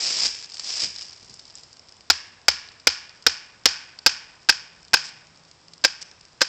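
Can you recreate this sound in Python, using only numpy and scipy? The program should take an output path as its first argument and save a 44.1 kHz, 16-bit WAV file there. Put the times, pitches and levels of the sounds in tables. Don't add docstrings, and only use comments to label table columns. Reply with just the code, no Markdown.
import sys
import numpy as np
from scipy import signal
from scipy.io import wavfile

SR = 44100
rng = np.random.default_rng(int(sys.argv[2]) if len(sys.argv) > 2 else 0)


def to_wav(s):
    ch = np.atleast_2d(s).T
    pcm = np.round(np.clip(ch, -1, 1) * 32767)
    wavfile.write(sys.argv[1], SR, pcm.astype(np.int16))


N = 285768


def gain_of(db):
    return 10 ** (np.asarray(db) / 20)


def evened(x):
    return x / np.sqrt(np.mean(x ** 2) + 1e-20)


def read(points, hz):
    point_hz, value = np.transpose(points)
    return np.interp(np.log(hz + 1), np.log(point_hz + 1), value)


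def add(mix, start_s, sound):
    first = max(round(start_s * SR), 0)
    part = mix[first:][:len(sound)]
    part += sound[:len(part)]


def fade(t, t60):
    return np.exp(-np.log(1000) * t / t60)


def colour(x, points, size=4096):
    hz = abs(np.fft.fftfreq(size, 1 / SR))
    log_gain = np.log(gain_of(read(points, hz)))
    taps = np.fft.ifft(np.exp(np.conj(signal.hilbert(log_gain)))).real
    return signal.oaconvolve(x, taps[:size // 2])[:len(x)]


def noise(points, count):
    return evened(colour(rng.standard_normal(count), points))


def burst(points, t, t60, rise):
    return noise(points, len(t)) * fade(t, t60) * (1 - np.exp(-t / rise))


# pitch_hz, relative level_db
AIR = [(25, 2), (80, 11.5), (120, 10), (165, 7), (230, 4.5), (500, 2.5), (1000, 1.5), (2000, -5),
       (3500, -6.5), (5000, -10.5), (8000, -9.5)]
# time_s, level_db
DRONE = [(0, -86), (4, -74), (4.6, -64), (5.5, -62), (6.1, -70)]


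def distance():
    air = gain_of(-55.0) * noise(AIR, N)
    drone = noise([(20, -64.0), (140, -17.5), (165, 2), (190, -33.0), (500, -47.5)], N)
    drone_db = np.interp(np.arange(N) / SR, *np.transpose(DRONE))
    return air + gain_of(drone_db) * drone


# peak_s, level_db, swell_s
PUSHES = [(.11, -26, 0.47), (0.257, -22, 0.12), (.70, -32, 0.058), (.838, -26, 0.12), (1.02, -37.5, 0.031),
          (1.59, -48, 0.026)]
RELEASE_T60, SETTLE_DB, SETTLE_T60 = 0.15, -18, 2.7


def stirring():
    t, power = np.arange(N) / SR, np.zeros(N)
    for peak_s, level_db, swell_s in PUSHES:
        before, after = np.maximum(peak_s - t, 0), np.maximum(t - peak_s, 0)
        release = fade(after, RELEASE_T60) + gain_of(SETTLE_DB) * fade(after, SETTLE_T60)
        power += (gain_of(level_db) * np.exp(-before / swell_s) * release) ** 2
    return 10 * np.log10(power + 1e-12)


# pitch_hz, relative level_db
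LEAVES = [(60, -20.5), (200, -7.5), (450, -4.5), (650, -4), (900, -5.5), (1500, -6.5), (2300, -0.5),
          (2900, -0.5), (3800, 0.5), (5000, 4.5), (8000, 0.5)]


def crackle(per_s, spread_db):
    grain_size = gain_of(spread_db * np.minimum(rng.exponential(1, N), 4))
    grain_size *= rng.random(N) < per_s / SR
    power = signal.lfilter([1], [1, -np.exp(-1 / (.0009 * SR))], grain_size ** 2)
    return evened(colour(np.sqrt(power) * rng.standard_normal(N), LEAVES))


TICKS_DB, RESTLESS_TICKS_DB = -61.5, -64
STILL_S, CALMING_S = 1.54, 0.021


def leaves():
    level_db = stirring()
    crush = np.clip((level_db + 43) / 16, 0, 1)
    dense = crackle(2200, 2.8)
    sparse = crackle(550, 3.4)
    ticking = crackle(60, 4.6)
    grains = np.sqrt(crush) * dense + np.sqrt(1 - crush) * sparse
    restless = 1 / (1 + np.exp((np.arange(N) / SR - STILL_S) / CALMING_S))
    ticks_gain = gain_of(TICKS_DB) + gain_of(RESTLESS_TICKS_DB) * restless
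    return gain_of(level_db) * grains + ticks_gain * ticking


# pitch_hz, t60_s (time to fall 60 dB)
FOREST_DECAY = [(100, 0.37), (500, 0.94), (1600, 0.78), (2600, 0.73), (5000, 0.44), (8000, 0.36)]
# pitch_hz, gain_db
TREES = [(60, 1.5), (250, -8), (600, -17), (1000, -4), (1350, -10), (1650, 2), (2050, -4.5), (2550, 1),
         (3000, -3.5), (4000, -8.5), (5300, -1.5), (8000, -5)]


def forest(x, db=-15.5, first=.029, late_db=-27, late_t60=1.4):
    arrivals = rng.standard_normal(SR) * (rng.random(SR) < .12)
    hz, t, bands = signal.stft(arrivals, SR, nperseg=256)
    decay = fade(t, read(FOREST_DECAY, hz)[:, None]) + gain_of(late_db) * fade(t, late_t60)
    tail = signal.istft(bands * decay, SR, nperseg=256)[1]
    response = np.zeros(SR)
    add(response, first, gain_of(db) * tail / np.linalg.norm(tail))
    return signal.oaconvolve(x, colour(response, TREES))[:N]


# start_s, level_db
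STEPS = [(0.225, -39.5), (0.83, -35.5), (1.22, -50), (1.292, -46.5)]


def steps():
    t, out = np.arange(SR // 4) / SR, np.zeros(N)
    tone = [(30, -12), (90, -8), (180, -10), (400, -20.5), (2000, -48)]
    for start_s, level_db in STEPS:
        add(out, start_s, gain_of(level_db) * burst(tone, t, 0.2, rise=0.0028))
    return out


# start_s, level_db, treble_db (of the tone at 7500 Hz)
SNAPS = [(0.519, -31.5, -14), (0.542, -31, -8), (0.5952, -20, -8), (0.961, -27.5, -9), (0.984, -28, -11),
         (1.129, -32, -8), (1.2454, -39, -5), (1.296, -39, 2), (1.34, -35, 12), (1.3935, -31.5, -8),
         (1.453, -40, -3), (1.499, -38.5, -17), (1.5531, -32, 9), (1.634, -36.5, -6), (1.729, -41.5, 0),
         (2.6875, -35, -19), (2.798, -37.5, -10), (3.2237, -38, -4), (3.9881, -28.5, -17),
         (5.7348, -33.5, -7)]
SNAP_T60 = 0.021


def snaps():
    t, out = np.arange(SR // 4) / SR, np.zeros(N)
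    for start_s, level_db, treble_db in SNAPS:
        tone = [(60, -17.5), (1500, -11), (3000, -12), (4500, -2), (7500, treble_db), (12000, -6.5)]
        add(out, start_s, gain_of(level_db) * burst(tone, t, SNAP_T60, rise=0.00039))
    return out


def ring(modes, t, hz):
    out = np.zeros(len(t))
    for multiple, level_db, t60 in modes:
        out += gain_of(level_db) * fade(t, t60) * np.sin(2 * np.pi * multiple * hz * t)
    return out


def thump(t, hz=77, t60=0.2, rise=.005):
    return np.sin(2 * np.pi * hz * t) * fade(t, t60) * (1 - np.exp(-t / rise))


# start_s, crack_db, crack_t60_s, ring_db, main_ring_hz, knock_db, knock_hz
BLOWS = [(2.0999, -3, 0.045, -10.5, 1370, -19, 514), (2.4822, 0.5, 0.029, -9.5, 1475, -19.5, 595),
         (2.8703, 2, 0.03, -8.5, 1513, -13.5, 490), (3.2650, 0.5, 0.03, -5.5, 1541, -11, 463),
         (3.6561, 6.5, 0.025, -11, 1572, -13.5, 487), (4.0621, 3, 0.03, 0, 1561, -12, 519.5),
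         (4.493, -1.5, 0.04, 0.5, 1564, -22, 537), (4.939, 3.5, 0.026, 2, 1560, -19, 488),
         (5.8471, -5.5, 0.043, -6, 1604, -12, 528), (6.415, -7, 0.041, -8, 1582, -11.5, 530)]
# pitch_hz, relative level_db
CRACK = [(60, -24.5), (190, -11.5), (320, -11.5), (800, -0.5), (1200, 0), (1500, 3), (2000, 1), (2600, 0),
         (3400, 0.5), (4600, 2), (6500, -1), (9000, -8.5)]
# multiple of the main ring, level_db, t60_s
RING = [(.58, -2.5, .025), (1, 3, .045), (1.635, -1, 0.04), (2.09, -9.5, 0.035), (3.02, -12, 0.067),
        (3.24, -13, 0.067), (4.26, -10.5, 0.041)]
# multiple of the knock pitch, level_db, t60_s
KNOCK = [(.62, -9, 0.043), (1, 1, 0.036)]
# start_s, level_db, t60_s
GRAZES = [(3.667, -15, 0.017), (4.0745, -7, 0.011), (4.4877, -6, 0.018), (4.9331, -5, 0.01),
          (5.839, -7, 0.026), (6.407, -13.5, 0.033), (6.4248, -10.5, 0.02)]
GRAZE_ONSET = 0.1
THUMP_DB, THUMP_LOSS_DB = -32, .29
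ECHO_DB, ECHO_FOLLOWS, ECHO_LOSS_DB = -3, 0.49, 0.16


def baton(sent_db=19, sent_ring_db=-16, grip=0.0078, contact=0.025):
    t, near, far = np.arange(SR // 4) / SR, np.zeros(N), np.zeros(N)
    snap = colour(signal.unit_impulse(len(t)), CRACK)
    snap *= gain_of(sent_db) / np.linalg.norm(snap)
    push = 1 - np.exp(-t / 0.0013)
    pinch = np.exp(-(t / grip) ** 2)
    rebound = np.exp(-(t / contact) ** 2)
    for blows_before, blow in enumerate(BLOWS):
        start_s, crack_db, crack_t60, ring_db, ring_hz, knock_db, knock_hz = blow
        thump_db = THUMP_DB - THUMP_LOSS_DB * blows_before ** 2
        echo_db = ECHO_DB + ECHO_FOLLOWS * crack_db - ECHO_LOSS_DB * blows_before
        blade = ring(RING, t, ring_hz) * pinch
        knock = ring(KNOCK, t, knock_hz)
        wood = push * (gain_of(ring_db) * blade + gain_of(knock_db) * knock)
        crack = gain_of(crack_db) * burst(CRACK, t, crack_t60, rise=0.0012) * rebound
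        add(near, start_s, crack + wood + gain_of(thump_db) * thump(t))
        add(far, start_s, gain_of(echo_db) * (snap + gain_of(sent_ring_db) * blade))
    for start_s, level_db, t60 in GRAZES:
        add(near, start_s, gain_of(level_db) * burst(CRACK, t, t60, rise=GRAZE_ONSET * t60))
    return near, far


def ground(x, db=-17, t60=0.26):
    tone = [(60, 1), (500, -3.5), (1200, -4), (2500, 0.5), (5400, -3.0), (8000, -3.5)]
    scatter = burst(tone, np.arange(SR // 4) / SR, t60, rise=0.005)
    return gain_of(db) * signal.oaconvolve(x, scatter / np.linalg.norm(scatter))[:N]


# delay_s, level_db
ECHOES = [(0.0107, -27.5), (0.0306, -24), (.0335, -43), (.047, -38)]


def trunks(x):
    out = np.zeros(N)
    for delay_s, level_db in ECHOES:
        add(out, delay_s, gain_of(level_db) * x)
    return colour(out, TREES)


def zing(hz=5180, delay=.0162, length=0.0069, db=-25.5, follows=0.34):
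    t, out = np.arange(SR // 50) / SR, np.zeros(N)
    swell = np.sin(np.pi * np.minimum(t / length, 1)) ** 2
    ping = swell * np.sin(2 * np.pi * hz * t)
    for start_s, crack_db, *_ in BLOWS:
        add(out, start_s + delay, gain_of(db + follows * crack_db) * ping)
    return out


# middle_s, level_db, length_s
TEARS = [(5.067, -39, 0.062), (6.022, -35, 0.02)]
# pitch_hz, gain_db
FIBRES = [(100, 4), (2000, 2), (5000, 0), (8000, 3)]


def splitting():
    t, spells = np.arange(N) / SR, np.zeros(N)
    for middle_s, level_db, length_s in TEARS:
        spells += gain_of(level_db) * np.exp(-(2 * (t - middle_s) / length_s) ** 4)
    return spells * evened(colour(crackle(1436, 2.8), FIBRES))


def scene():
    quiet = distance()
    rustle = leaves() + steps() + snaps() + splitting()
    near, far = baton()
    ping = zing()
    into_forest = far + gain_of(5.5) * rustle + gain_of(-0.5) * ping
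    echoes = ping + trunks(near) + ground(far) + forest(into_forest)
    return (near + echoes + rustle + quiet)[None]


# pitch_hz, gain_db
MICROPHONE = [(20, -8.5), (70, -4.5), (3500, 1.5), (4300, 4), (4850, 10), (5200, 11), (5650, 6),
              (6300, -0.5), (7500, 2), (8200, -6.5), (8800, -22.5), (9300, -51), (11000, -71.5)]
EDGE_HZ = 16000


def record(dry, release_db_per_s=7000, overshoot_db=1.5):
    x = colour(dry[0], MICROPHONE)
    ceiling = .73
    threshold = ceiling * gain_of(overshoot_db)
    over_db = 20 * np.log10(np.maximum(abs(x) / threshold, 1))
    fall = np.arange(N) / SR * release_db_per_s
    reduction_db = np.maximum.accumulate(over_db + fall) - fall
    limited = np.clip(x / gain_of(reduction_db), -ceiling, ceiling)
    band_limit = signal.firwin(255, EDGE_HZ, window=("kaiser", 9), fs=SR)
    return signal.oaconvolve(limited, band_limit, "same")[None]


dry = scene()
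out = record(dry)
to_wav(out)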